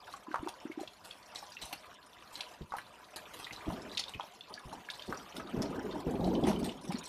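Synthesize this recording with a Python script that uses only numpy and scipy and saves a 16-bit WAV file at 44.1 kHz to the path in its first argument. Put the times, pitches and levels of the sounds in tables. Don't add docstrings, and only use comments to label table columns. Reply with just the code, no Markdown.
import sys
import numpy as np
from scipy import signal
from scipy.fft import rfft, irfft, next_fast_len
from scipy.io import wavfile
from scipy.ndimage import map_coordinates

SR = 44100
rng = np.random.default_rng(int(sys.argv[2]) if len(sys.argv) > 2 else 0)


def to_wav(s):
    ch = np.atleast_2d(s).T
    pcm = np.round(np.clip(ch, -1, 1) * 32767)
    wavfile.write(sys.argv[1], SR, pcm.astype(np.int16))


N = 312484


def from_db(db):
    return 10 ** (np.asarray(db) / 20)


def rms_one(x):
    return x / np.sqrt(np.mean(x ** 2) + 1e-20)


def in_time(rows):
    s, *columns = np.transpose(rows)
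    return [np.interp(np.arange(N) / SR, s, column) for column in columns]


def add(out, s, sound):
    i = int(np.clip(s * SR, 0, N))
    out[i:i + len(sound)] += sound[:N - i]


def band(x, low_hz, high_hz):
    edges = [low_hz, min(high_hz, .45 * SR)]
    sos = signal.butter(2, edges, "band", fs=SR, output="sos")
    return signal.sosfilt(sos, x + 1e-18)


def colour(x, spectrum):
    hz, db = np.transpose(spectrum)
    size = next_fast_len(N + SR // 4, real=True)
    size += size % 2
    grid = np.maximum(np.arange(size // 2 + 1) * SR / size, 1)
    gain = from_db(np.interp(np.log(grid), np.log(hz), db))
    cepstrum = irfft(np.log(gain))
    cepstrum[1:size // 2] *= 2
    cepstrum[size // 2 + 1:] = 0
    response = np.exp(rfft(cepstrum))
    return rms_one(irfft(rfft(x, size) * response)[:N])


def drift(rate):
    knots = rng.standard_normal(int(N / SR * 200) + 2)
    position = np.arange(N) / SR * min(rate, 200)
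    return rms_one(np.interp(position, np.arange(len(knots)), knots))


def swell(t, rise):
    return t / rise * np.exp(1 - t / rise)


def impacts(per_s, spread_db):
    count = int(per_s * N / SR)
    chance, clicks = rng.random((count, 3)), np.zeros(N)
    sizes = from_db(spread_db * np.minimum(-np.log1p(-chance[:, 0]), 3.5))
    clicks[(chance[:, 1] * N).astype(int)] = sizes * np.sign(chance[:, 2] - .5)
    return clicks


def drops(per_s, spread_db, low_hz, high_hz, cycles, count=24):
    half_width = (1 + 1 / cycles) ** .5
    pitches = np.geomspace(low_hz, high_hz, count)
    return rms_one(sum(band(impacts(per_s / count, spread_db), hz / half_width, hz * half_width)
                       for hz in pitches))


def yard(x, wet_db, t60):
    t = np.arange(SR // 2) / SR
    echo = band(rng.standard_normal(len(t)), 220, 10200) * from_db(-60 * t / t60) * (t > .003)
    return x + from_db(wet_db) * signal.fftconvolve(x, echo / np.linalg.norm(echo))[:N]


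def flicker(x, depth_db, rate, count=30):
    hz, s, spectra = signal.stft(x, SR, nperseg=512)
    pitch = np.log1p(hz / 1200) / np.log1p(14000 / 1200) * count
    chance = rng.standard_normal((count * 2, 1500))
    places = np.meshgrid(pitch, s * rate, indexing="ij")
    gains = map_coordinates(chance, places, order=1, mode="mirror")
    gains_db = depth_db * np.minimum(rms_one(gains), 2)
    return rms_one(signal.istft(spectra * from_db(gains_db), SR, nperseg=512)[1][:N])


def flurries(per_s, decay):
    t = np.arange(SR // 4) / SR
    puffs = signal.fftconvolve(np.abs(impacts(per_s, 3)), swell(t, decay))[:N]
    return rms_one(puffs)


# [dB, relative]
SHOWER_STRENGTH = [(0.0, -43.5, -50.5), (1.2, -44, -56), (1.55, -45, -47.5), (1.9, -44, -53),
                   (3.3, -42.5, -58), (3.85, -38, -52), (4.4, -44.5, -53), (5.3, -37.5, -47.5),
                   (5.8, -43, -50), (6.5, -38, -48.5), (6.8, -44, -48), (7.09, -40, -34)]


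def shower_levels():
    return in_time(SHOWER_STRENGTH)


# [dB, relative]
WASH_SPECTRUM = [(18, -39), (30, -8), (49, 8), (470, 4.5), (728, 8), (827, 7.5), (1100, 8.5), (1380, 3),
                 (4070, -6.5), (6810, -8.5), (9040, -12.5), (14000, -11)]


def rain_wash():
    pats = drops(per_s=600, spread_db=3.6, low_hz=430, high_hz=3500, cycles=7, count=36)
    pats = yard(pats, wet_db=-5, t60=.07)
    far = flicker(rng.standard_normal(N), depth_db=4.2, rate=42, count=40)
    far = far * from_db(2.2 * drift(rate=25))
    bed = far + from_db(-5.5) * pats * from_db(2.5 * drift(rate=12))
    wash_db, _ = shower_levels()
    return colour(bed, WASH_SPECTRUM) * from_db(wash_db - 13.0)


# [dB, relative]
PATTER_SPECTRUM = [(1500, -35), (2500, -16), (3700, -10), (5500, -11.5), (7500, -12.5), (10000, -9.5),
                   (12000, -27), (14000, -20.5)]


def rain_patter():
    ticks = drops(per_s=190, spread_db=3.8, low_hz=2200, high_hz=6000, cycles=9)
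    grains = flicker(impacts(per_s=5000, spread_db=3.5), depth_db=5.8, rate=35, count=56)
    spray = grains * (.1 + flurries(per_s=32, decay=.005))
    near = spray + from_db(-5.5) * yard(ticks, wet_db=-3, t60=.06)
    _, patter_db = shower_levels()
    return colour(near, PATTER_SPECTRUM) * from_db(patter_db - 13.5)


RUB_ATTACK_S, RUB_SAG_DB_PER_S, RUB_RELEASE_S = 0.013, 16, 0.069
# start_s [s], length_s [s], rumble_db, crackle_db [dB]
HAND_RUBS = [(3.67, 0.083, -44, -47.5), (3.757, 0.17, -48, -54), (4.508, 0.013, -56, -50),
             (4.685, 0.069, -52, -53.5), (5.088, 0.014, -41, -67), (5.349, 0.3, -48, -52),
             (5.543, 0.11, -35.5, -47), (5.697, 0.1, -39, -44.5), (5.848, 0.056, -38.5, -51),
             (5.945, 0.062, -39, -48.5), (6.067, 0.11, -34.5, -54), (6.197, 0.037, -30.5, -60),
             (6.255, 0.13, -30.5, -59), (6.431, 0.061, -29, -45.5), (6.555, 0.12, -33, -61),
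             (6.846, 0.14, -45.5, -57.5)]


def rub_level(column, resting):
    t, level = np.arange(N) / SR, resting
    for row in HAND_RUBS:
        s, length = row[:2]
        attack = np.clip(1 + (t - s) / RUB_ATTACK_S, 0, 1)
        sag = from_db(-RUB_SAG_DB_PER_S * np.maximum(t - s, 0))
        release = np.exp(-np.maximum(t - s - length, 0) / RUB_RELEASE_S)
        level = np.maximum(level, from_db(row[column]) * attack * sag * release)
    return level


HOLDING_DB = -69.5
GRIPS_PER_S, GRIP_S, SMOOTH_SHARE = 110, 0.0029, 1
# [dB, relative]
RUMBLE_SPECTRUM = [(20, -17), (60, -3), (110, -5.5), (200, -1), (400, -3), (550, -10.5), (950, -16),
                   (1500, -50), (5000, -53)]


def hand_rumble():
    rings = drops(per_s=520, spread_db=2.7, low_hz=160, high_hz=2600, cycles=9, count=34)
    friction = rng.standard_normal(N) * (SMOOTH_SHARE + flurries(GRIPS_PER_S, GRIP_S))
    rumble = colour(rms_one(friction) + 0.56 * rings, RUMBLE_SPECTRUM)
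    return rumble * rub_level(column=2, resting=from_db(HOLDING_DB))


CRACK_DB, SKITTER_DB, REBOUND_DB = -24, -13, -26
SKITTER_S, SKITTER_UNEVEN_DB = 0.0033, 7.5
RING_SPLIT, SPLIT_DB = .3, -11


def stone(db, hz, decay_ms):
    t = np.arange(SR // 16) / SR
    noise, lags = rng.standard_normal((2, len(t))), rng.uniform(.003, .016, 2)
    spurts = np.interp(t, np.linspace(0, t[-1], 32), rng.uniform(-1.7, 1.3, 32))
    sides = hz * 2 ** (RING_SPLIT * rng.uniform(.4, 1.4, 2) * [-1, 1])
    side_modes = np.sin(2 * np.pi * np.outer(sides, t)).sum(axis=0)
    modes = np.sin(2 * np.pi * hz * t) + from_db(SPLIT_DB) * side_modes
    ring = swell(t, max(decay_ms, .5) / 1000) * modes
    crack = from_db(CRACK_DB) * rms_one(band(noise[0], hz * 0.13, hz * 7.3)) * swell(t, 0.0009)
    chips = rms_one(band(noise[1], hz * 0.76, hz * 1.33)) * swell(t, SKITTER_S)
    skitter = from_db(SKITTER_DB + SKITTER_UNEVEN_DB * spurts) * chips
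    rebounds = from_db(REBOUND_DB) * sum(np.interp(t - lag, t, ring) for lag in lags)
    return from_db(db) * (ring + crack + skitter + rebounds)


CONCRETE_HZ, POT_HZ, POT_SHARE, PITCH_SPREAD_OCTAVES = 3650, 1060, 0.17, 0.258
STONES_PER_S, STONE_DB, STONE_SPREAD_DB, STONE_LIMIT_DB, STONE_RING_MS = 12, -50, 0.5, 3, 1.0


def scattered_hail():
    wash_db, _ = shower_levels()
    out, count = np.zeros(N), int(STONES_PER_S * N / SR)
    for k in range(count):
        (when, surface), (size, pitch) = rng.random(2), rng.standard_normal(2)
        i = int((k + when) / count * N)
        surface_hz = POT_HZ if surface < POT_SHARE else CONCRETE_HZ
        hz = surface_hz * 2 ** (PITCH_SPREAD_OCTAVES * pitch)
        size_db = min(STONE_SPREAD_DB * size, STONE_LIMIT_DB)
        shower_db = wash_db[i] - wash_db.mean()
        add(out, i / SR, stone(STONE_DB + size_db + shower_db, hz, STONE_RING_MS))
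    return out


# [dB, relative]
SPRAY_SPECTRUM = [(200, 6), (600, 12), (2000, 6.5), (3800, 11), (7000, 1), (10000, 3), (13000, -4)]
# landing_s [s], level_db [dB, relative], decay_s [s]
HEAVY_DROPS = [(0.119, -46.5, 0.014), (0.486, -35.5, 0.0069), (0.801, -48.5, 0.029), (1.041, -49.5, 0.073),
               (1.347, -46, 0.061), (1.615, -43.5, 0.057), (1.727, -24, 0.0042), (2.326, -49, 0.1),
               (2.767, -44, 0.022), (3.1615, -32.5, 0.0098), (3.336, -47.5, 0.056), (3.388, -44, 0.037),
               (3.527, -39, 0.0099), (3.994, -28.5, 0.005), (4.092, -38.5, 0.0051), (5.17, -54, 0.0081),
               (5.3647, -38.5, 0.013), (5.62, -33.5, 0.0078), (6.469, -33, 0.031), (6.6443, -36.5, 0.026),
               (6.92, -36, 0.01)]


def splashes():
    droplets = flicker(impacts(per_s=1700, spread_db=4), depth_db=5.7, rate=32, count=56)
    level, t = np.zeros(N), np.arange(SR // 4) / SR
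    bursting = 1 - np.exp(-t / .003)
    for s, db, decay in HEAVY_DROPS:
        add(level, s - .002, from_db(db - 0.5) * bursting * np.exp(-t / decay))
    return colour(droplets, SPRAY_SPECTRUM) * level


RING_MS, RING_AT_DB, RING_DOUBLES_DB = 0.9, -33.5, 8
HOP_S, HOP_SHRINK, HOP_LOSS_DB = 0.03, 0.65, 14.5
# start_s [s], level_db [dB, of the ring], pitch_hz [Hz]
NEAR_STONES = [(0.1387, -34, 1133), (0.267, -44, 1016), (0.3135, -41.5, 1560), (0.3426, -24, 960),
               (0.3579, -25, 1190), (0.4737, -28.5, 920), (0.715, -42, 2200), (2.751, -37, 1290),
               (0.791, -40, 780), (0.8747, -40, 3370), (1.109, -38.5, 3360), (1.358, -31, 3970),
               (1.3874, -43.5, 5420), (1.426, -38.5, 843), (1.5193, -45.5, 4810), (1.568, -36.5, 2680),
               (1.6148, -44, 4300), (1.627, -41, 3870), (1.654, -43, 9250), (1.728, -34, 2770),
               (2.3548, -34, 4040), (2.4065, -30.5, 3420), (2.7216, -30.5, 1150), (2.738, -29.5, 870),
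               (2.785, -31, 1640), (3.444, -33.5, 3770), (3.468, -35, 1980), (3.508, -41, 2050),
               (3.5335, -45.5, 3930), (3.561, -42, 4010), (3.701, -35.5, 1010), (3.915, -41.5, 3950),
               (3.949, -40, 4060), (3.973, -23.5, 3600), (3.9958, -23, 4520), (4.081, -39.5, 3720),
               (4.0378, -35, 3490), (4.137, -38, 2990), (4.1446, -37.5, 2520), (4.1973, -29, 980),
               (4.208, -37.5, 3290), (4.4078, -40.5, 3460), (4.5398, -34, 4630), (4.575, -44, 1686),
               (4.7287, -35.5, 873), (4.8871, -35, 1660), (4.901, -29.5, 3600), (4.9356, -45, 4020),
               (4.9943, -39, 3160), (5.0214, -36.5, 3600), (5.1254, -27, 1260), (5.173, -42, 5740),
               (5.398, -36.5, 1245), (5.6202, -31.5, 5190), (5.91, -45, 3615), (5.955, -34, 910),
               (6.242, -40, 4000), (6.351, -39, 3040), (6.439, -34, 3390), (6.5605, -40, 3050),
               (6.693, -34, 2940), (6.9058, -35.5, 810), (6.9221, -39, 2280)]


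def hail():
    out = np.zeros(N)
    for s, db, hz in NEAR_STONES:
        softness = 2 ** ((RING_AT_DB - db) / RING_DOUBLES_DB)
        decay_ms = RING_MS * softness * np.sqrt(CONCRETE_HZ / hz)
        add(out, s, stone(db, hz, decay_ms))
        for k, (height, spot) in enumerate(rng.uniform(-1.7, 1, (2, 2))):
            s = s + HOP_S * HOP_SHRINK ** k * (1 + .5 * height)
            hop_hz = hz * 2 ** (PITCH_SPREAD_OCTAVES * spot)
            add(out, s, stone(db - HOP_LOSS_DB * (k + 1), hop_hz, decay_ms))
    return out


KNOCK_CYCLES = 1.84
KNOCK_SPOT_DB, RATTLE_DB, RATTLE_S, RATTLE_UNEVEN_DB = -27.5, -23.5, 0.0083, 5.5
# peak_s [s], level_db [dB, relative], pitch_hz [Hz]
PLASTIC_KNOCKS = [(0.286, -38, 292), (0.312, -37.5, 305), (0.433, -32.5, 300), (0.467, -32, 350),
                  (0.656, -31, 290), (0.702, -34, 320), (0.779, -31.5, 307), (0.815, -32.5, 345),
                  (0.835, -35, 610), (3.683, -27, 291), (5.095, -38, 292), (5.384, -34.5, 260),
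                  (5.612, -26.5, 238), (5.857, -29, 340), (6.263, -30.5, 266), (6.447, -19.5, 256),
                  (6.507, -21.5, 213), (6.897, -28.5, 187), (6.948, -27, 230)]


def knocks():
    out, t = np.zeros(N), np.arange(SR // 8) / SR
    for s, db, hz in PLASTIC_KNOCKS:
        rise = rng.uniform(.75, 1.25) * KNOCK_CYCLES / hz
        ratio = rng.uniform(1.7, 3.6)
        overtone = from_db(KNOCK_SPOT_DB) * np.sin(2 * np.pi * hz * ratio * t)
        wall = swell(t, rise) ** 4 * (np.sin(2 * np.pi * hz * t) + overtone)
        unevenness = np.interp(t, t[::150], rng.uniform(-1.7, 1.3, len(t[::150])))
        chatter = from_db(RATTLE_UNEVEN_DB * unevenness)
        rattle = rms_one(band(rng.standard_normal(len(t)), 330, 1750)) * chatter * swell(t, RATTLE_S)
        add(out, s - rise, from_db(db) * wall)
        add(out, s, from_db(db + RATTLE_DB) * rattle)
    return out


# [dB, relative]
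FINGER_BUMPS = [(0.39, -47), (1.62, -49), (2.607, -41.5), (2.709, -54.5), (3.508, -50.5), (3.672, -37.5),
                (4.147, -47), (4.65, -47), (5.569, -35), (6.195, -39.5)]


def bumps():
    push, t = np.zeros(N), np.arange(SR // 4) / SR
    for s, db in FINGER_BUMPS:
        add(push, s, from_db(db) * swell(t, 0.01))
    return push * rms_one(band(rng.standard_normal(N), 21, 227))


CRACKLES_PER_S, CRACKLE_UNEVEN_DB = 420, 4.5
# [dB, relative]
CRACKLE_SPECTRUM = [(300, -32), (550, 3), (900, -4), (1300, -6.5), (1900, -11.5), (2500, -28.5), (4000, -4),
                    (7000, -40)]


def hand_crackle():
    slips = drops(per_s=CRACKLES_PER_S, spread_db=2.6, low_hz=550, high_hz=3200, cycles=9, count=24)
    uneven = from_db(CRACKLE_UNEVEN_DB * drift(rate=30))
    crackle = colour(yard(slips, wet_db=-2.5, t60=0.053) * uneven, CRACKLE_SPECTRUM)
    return crackle * rub_level(column=3, resting=0)


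def scene():
    rain = rain_wash() + rain_patter()
    hard_hits = yard(scattered_hail() + splashes() + hail(), wet_db=-10.0, t60=0.17)
    plastic_hits = yard(knocks(), wet_db=-14.5, t60=0.19)
    handling = hand_rumble() + bumps() + hand_crackle()
    return (rain + hard_hits + plastic_hits + handling)[None]


CUTOFF_HZ = 14050


def record(dry):
    return signal.sosfilt(signal.ellip(10, .2, 70, CUTOFF_HZ, fs=SR, output="sos"), dry)


dry = scene()
out = record(dry)
to_wav(out)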